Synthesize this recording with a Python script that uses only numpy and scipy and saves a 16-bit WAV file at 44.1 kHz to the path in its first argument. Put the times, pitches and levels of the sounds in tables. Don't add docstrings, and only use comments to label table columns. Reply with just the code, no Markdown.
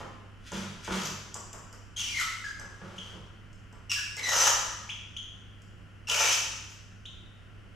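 import sys
import numpy as np
from scipy import signal
from scipy.fft import rfft, irfft, next_fast_len
from scipy.io import wavfile
from scipy.ndimage import uniform_filter1d

SR = 44100
rng = np.random.default_rng(int(sys.argv[2]) if len(sys.argv) > 2 else 0)


def file_out(sig):
    cols = np.atleast_2d(sig).T
    lim = np.clip(cols, -1, 1)
    pcm = np.round(lim * 32767).astype(np.int16)
    wavfile.write(sys.argv[1], SR, pcm)


N = 342039
TIME = np.arange(N) / SR
TOP_HZ = 15200

# start in seconds, level in dB, decay time in seconds,
# boom of the basin relative to the blow in dB.
THUMPS = [(.005, -38.5, 0.03, -9), (0.519, -38, 0.02, 4), (0.55, -41, 0.068, 0), (0.877, -30, 0.016, -3.5),
          (.905, -34.5, 0.081, 4.5), (1.354, -42, 0.026, -35), (1.536, -45.5, 0.039, -8.5),
          (1.733, -47.5, 0.022, -14), (2.593, -49.5, 0.077, -15), (2.815, -50.5, 0.21, 9.5),
          (3.13, -50, 0.023, 6.5), (3.73, -53.5, 0.037, -15), (4.17, -46.5, 0.12, -25)]
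# frequency in Hz, side minus mid of diffuse sound in dB, left minus right in dB.
PORTS = [(30.1, -6.5, -7.5), (100, -4.5, -0.5), (401, -5, -3), (1398, -5.5, 2), (2920, -4, 1.5),
         (5500, -7.5, 0.5), (9000, -5, 3.2), (12430, -2.5, 6)]


def undb(db):
    return 10 ** (np.asarray(db) / 20)


def unit(x):
    return x / np.sqrt(np.mean(x ** 2))


def at(hz, points, axis=1):
    table = np.array(points, float)
    return np.interp(np.log(hz + 1e-3), np.log(table[:, 0]), table[:, axis])


def shape(x, response):
    size = next_fast_len(x.shape[-1] + SR // 2)
    hz = np.fft.rfftfreq(size, 1 / SR)
    return irfft(rfft(x, size) * response(hz), size)[..., :x.shape[-1]]


def colour(x, points):
    def response(hz):
        inside_hz = np.clip(hz + 1, points[0][0], points[-1][0])
        octaves_outside = np.abs(np.log2((hz + 1) / inside_hz))
        return unit(undb(at(hz, points) - 40 * octaves_outside))
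    return shape(x, response)


def walk(rate_hz, size):
    hold = max(int(SR / rate_hz), 1)
    steps = np.repeat(rng.standard_normal(size // hold + 1), hold)
    return 1.2 * uniform_filter1d(steps, hold)[:size]


def grains(rate_hz, spread_db):
    clicks = (rng.random(N) < rate_hz / SR) * rng.standard_normal(N)
    return unit(clicks * undb(spread_db * rng.standard_normal(N)))


def add(track, start_s, sound):
    i = int(start_s * SR)
    track[i:i + len(sound)] += sound[:N - i]


def diffuse(mid, side):
    side = shape(side, lambda hz: undb(at(hz, PORTS)))
    return np.array([mid + side, mid - side])


def background(hum_hz=100.5, hum_db=-53, rumble_db=-53.5, air_db=-61):
    # frequency in Hz, relative level in dB.
    rumble_spectrum = [(20, 0.5), (32, -4), (48, -1), (65, -1), (82, -6), (125, -9), (190, -8),
                       (260, -14.5), (500, -22), (900, -28.5)]
    air_spectrum = [(350, -46.5), (600, -13.5), (948, -21.5), (1000, -9), (1230, -10), (1380, -3),
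                    (1670, -9), (1910, -8.5), (2310, -13.5), (3020, -7.5), (3650, -27), (5390, -23.5),
                    (9750, -34), (13300, -42.5), (15000, -44.5)]
    rumble_gain = undb(rumble_db + 0.8 * walk(6, N))
    rumble = rumble_gain * colour(rng.standard_normal((2, N)), rumble_spectrum)
    air_gain = undb(air_db + 0.15 * walk(2.8, N))
    air = air_gain * colour(rng.standard_normal((2, N)), air_spectrum)
    hum = undb(hum_db + 0.5 * walk(5.0, N)) * unit(np.sin(2 * np.pi * hum_hz * TIME))
    return diffuse(*(rumble + air)) + hum


def basin(boom_db=-2, build_s=0.023, wobble=0.026, lumpy_db=3):
    # frequency in Hz, width in Hz (sets the decay), relative level in dB.
    modes = [(60.5, 6.5, -5), (96, 2.5, -8.5), (143.7, 2.7, -4), (188.4, 2.94, 1), (213.4, 2.14, -5.5),
             (337, 4.2, -8), (374.5, 3, -9.5), (515, 6.5, -9)]
    out, t = np.zeros(N), TIME[:SR]
    for start_s, db, _, share_db in THUMPS:
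        ring = 0
        for hz, width_hz, mode_db in modes:
            cycles = np.cumsum(hz * (1 + wobble * walk(40, SR))) / SR + rng.random()
            gain = undb(mode_db + lumpy_db * walk(30, SR))
            ring = ring + gain * np.exp(-np.pi * width_hz * t) * np.sin(2 * np.pi * cycles)
        build_up = 1 - np.exp(-t / build_s)
        add(out, start_s, undb(db + share_db + boom_db) * ring * build_up)
    return out


def burst(start_s, decay_s):
    age = TIME - start_s
    return (age >= 0) * np.exp(-np.clip(age / decay_s, 0, 20))


def slide(peak_s, rise_s, fall_s):
    distance = np.maximum((peak_s - TIME) / rise_s, (TIME - peak_s) / fall_s)
    return np.exp(-np.minimum(distance, 20))


def paws(tick_s=0.0026):
    # time of the hardest push in seconds, level in dB, rise and fall in seconds.
    scuffles = [(.003, -47, .01, 0.014), (.47, -52.5, 0.028, 0.051), (.535, -41, 0.0091, 0.088),
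                (.85, -45.5, 0.019, .06), (.925, -36.5, 0.0095, 0.077), (3.06, -56, 0.26, 0.084)]
    # start in seconds, level in dB.
    tick_list = [(.519, -37), (.847, -38), (1.343, -29.5), (1.53, -34.5), (1.727, -39.5), (2.2, -24.5),
                 (2.5968, -37.5), (3.53, -52.5), (3.726, -50.5), (4.167, -30.5), (4.232, -34.5),
                 (5.619, -50), (6.711, -48)]
    # frequency in Hz, relative level in dB.
    blow_spectrum = [(250, -3), (350, -2), (540, 4.5), (720, -3), (1020, 3.5), (1350, 1), (1800, -5.5),
                     (2400, -15), (3500, -18.5), (6000, -33)]
    scrape_spectrum = [(1400, 3), (1850, -0.5), (2550, -0.5), (3300, 3.5), (4000, -4.5), (6000, -2),
                       (8400, -12), (12000, -21), (15000, -33)]
    claw_spectrum = [(2500, -9.5), (3000, -5.5), (4000, -18), (5200, 3.5), (6200, 1), (7700, 2),
                     (9800, -20.5), (12300, -15.5), (14000, -33)]

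    impact = sum(undb(db) * burst(s, decay_s) for s, db, decay_s, _ in THUMPS)
    blows = impact * grains(5000, 6.4)
    push = sum(undb(db) * slide(s, rise_s, fall_s) for s, db, rise_s, fall_s in scuffles)
    scrape = push * grains(4000, 2.5) * undb(1.35 * walk(60.1, N))
    ticks = sum(undb(db) * burst(s, tick_s) for s, db in tick_list) * rng.standard_normal(N)
    return colour(blows, blow_spectrum) + colour(scrape, scrape_spectrum) + colour(ticks, claw_spectrum)


def pressure(start_s, hold_until_s, attack_s=0.093, rise_db=11.5, release_db_per_s=329.5):
    age = TIME - start_s
    building_db = rise_db * np.clip(1 - age / attack_s, 0, 1)
    release_db = release_db_per_s * np.maximum(age - hold_until_s, 0)
    return (age >= 0) * undb(-building_db - release_db)


def hisses():
    # start in seconds, length in seconds, level of air through the teeth in dB,
    # level of the hollow throat in dB, length of the throat sound in seconds.
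    hiss_list = [(0.947, 0.1, -40.5, -51, 0.12), (4.27, 0.21, -28, -32, 0.22),
                 (6.083, .26, -31.5, -34, .18), (6.6, 0.13, -58.5, -76, .1)]
    # frequency in Hz, relative level in dB.
    teeth_spectrum = [(1700, -12.5), (2100, -14), (2900, -6.5), (3600, -12.5), (4400, -13.5), (5200, -5.5),
                      (6100, -3.5), (7000, -5.5), (8400, -18), (10700, -27.5), (12200, -19.5),
                      (13500, -28.5), (15000, -47)]
    throat_spectrum = [(320, -20.5), (420, -14.5), (520, -3), (740, -6.5), (920, -0.5), (1150, -3),
                       (1380, 1), (1550, -5.5), (1850, -2.5), (2200, -29)]

    teeth = sum(undb(db) * pressure(s, length_s) for s, length_s, db, _, _ in hiss_list)
    throat = sum(undb(db) * pressure(s, throat_s) for s, _, _, db, throat_s in hiss_list)
    flutter = undb(3.6 * walk(130, N))
    teeth_air = colour(flutter * teeth * grains(16000, 1.1), teeth_spectrum)
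    throat_air = colour(flutter * throat * grains(8000, 4.8), throat_spectrum)
    return teeth_air + throat_air


def cries(bend_power=2.2, roughen_s=0.0082, chirp_ease=1.74, chirp_rough=0.1, chirp_overtones_db=-17.5):
    # start in seconds, length in seconds, pitch in Hz, final bend in octaves, level in dB,
    # level change over the length in dB, roughness (0 is clean), relative overtone level in dB.
    squeals = [ (1.963, 0.18, 3177, -0.62, -35.5, -10, 0.78, -6.5),
               (2.143, 0.074, 2085, -0.098, -34, 1, 0.52, -12.5),
               (2.196, 0.033, 1458, -0.297, -31, -6.5, 1.1, -17),
               (2.442, .065, 1672, -0.1, -34, -11, 0.22, -13.5),
               (3.896, 0.049, 2797, -0.17, -31.5, -3, 0.97, -4),
               (3.961, 0.036, 1694, -.08, -36.5, -1.5, 0.57, -13),
               (4.173, 0.025, 2076, -0.048, -37.5, 3.5, 0.54, -17),
               (4.23, 0.11, 1945, -0.056, -34, -5, 0.54, -4),
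               (4.351, .155, 2995, .17, -45.5, -1.5, 0.4, 10),
               (6.071, 0.081, 2787, -0.26, -35.5, 5.5, 0.88, -10.5),
               (6.177, .14, 2554, 0.12, -34.5, 1, .95, -13.5),
               (6.194, 0.041, 2977, .02, -46, -8, 0.47, 12.5),
               (6.284, 0.046, 2980, 0.19, -34, -6, 0.32, 0.5)]
    # start in seconds, length in seconds, first pitch in Hz, last pitch in Hz, level in dB.
    chirps = [(2.981, .009, 2775, 3340, -36.5), (4.891, 0.017, 2090, 3446, -34.5),
              (5.165, 0.01, 2800, 3445, -33.5), (7.054, 0.0097, 2680, 3770, -40)]
    for start_s, length_s, hz, bend, db, swell_db, rough, over_db in squeals:
        u = np.linspace(0, 1, int(length_s * SR))
        pitch_hz = hz * 2 ** (bend * u ** bend_power)
        hoarse = rough * (1 - np.exp(-u * length_s / roughen_s))
        yield start_s, pitch_hz, db + swell_db * u, hoarse, over_db
    for start_s, length_s, from_hz, to_hz, db in chirps:
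        left = np.linspace(1, 0, int(length_s * SR))
        pitch_hz = to_hz + (from_hz - to_hz) * left ** chirp_ease
        yield start_s, pitch_hz, db, chirp_rough, chirp_overtones_db


def larynx(jitter=0.0626, stagger=0.055, flutter_db=5.0, slope_db=-4, edge_s=0.00081,
           rasp_db=-1, overtone_db=-3):
    # frequency in Hz, relative level in dB.
    mouth_spectrum = [(2600, 4), (3400, -21), (3900, 4), (4500, 1.5), (5700, 8), (6800, 5.5), (8000, -5),
                      (10000, -8), (12200, -16), (14000, -27)]
    rasp_spectrum = [(950, -3), (1300, -4), (2000, 0), (3000, 5.5), (4400, 1), (5500, 3), (7500, 0),
                     (8500, -6), (10500, -13), (12300, -9.5), (13800, -31.5)]
    tone, overtones, rasp = np.zeros((3, N))
    for start_s, hz, db, rough, over_db in cries():
        size = len(hz)
        age = TIME[:size]
        slow, fast, flutter = (walk(rate_hz, SR // 4)[:size] for rate_hz in (219.1, 1800, 350))
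        air = rng.standard_normal(size)

        unsteady_hz = hz * (1 + rough * (jitter * slow + stagger * fast))
        phase = 2 * np.pi * np.cumsum(unsteady_hz) / SR
        edges = np.clip(np.minimum(age, age[::-1]) / edge_s, 0, 1)
        swell = edges * undb(db) * unit(undb(flutter_db * rough * flutter))
        top_harmonic = int(TOP_HZ / np.median(hz))
        stack = sum(undb(slope_db * k) * np.sin(k * phase) for k in range(2, top_harmonic + 1))

        add(tone, start_s, swell * unit(np.sin(phase)))
        add(overtones, start_s, swell * undb(over_db) * unit(stack))
        add(rasp, start_s, swell * rough * air)
    voiced = tone + undb(overtone_db) * colour(overtones, mouth_spectrum)
    return voiced + undb(rasp_db) * colour(rasp, rasp_spectrum)


def room(dry, wet_db=3.0, gap_s=0.00068):
    # frequency in Hz, time to fall by 60 dB in seconds.
    decay_times = [(150, 2.63), (500, 0.74), (1500, 1.04), (3000, 0.87), (6000, 1), (12000, 0.46)]
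    size = 3 * SR // 2
    t = TIME[:size]
    centres_hz = np.geomspace(125, 16000, 8)
    noise = rng.standard_normal((2, size))
    tail = 0
    for centre_hz, weights in zip(centres_hz, np.eye(len(centres_hz))):
        crossfade = np.column_stack([centres_hz, weights])
        band = shape(noise, lambda hz: at(hz, crossfade))
        tail = tail + band * undb(-60 * t / at(centre_hz, decay_times))
    tail = tail * np.clip(t / gap_s - 1, 0, 1)
    tail = undb(wet_db) * unit(tail) / np.sqrt(size)
    mid, side = (signal.fftconvolve(dry, response)[:N] for response in tail)
    return diffuse(dry + mid, side)


def scene():
    animals = undb(-3.0) * (larynx() + hisses() + paws())
    return room(animals) + basin() + background()


def record(dry):
    ports = shape(dry, lambda hz: undb(np.outer([0.5, -0.5], at(hz, PORTS, axis=2))))
    top_cut = signal.ellip(8, 0.2, 70, TOP_HZ, fs=SR, output="sos")
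    return signal.sosfilt(top_cut, ports)


dry = scene()
out = record(dry)
file_out(out)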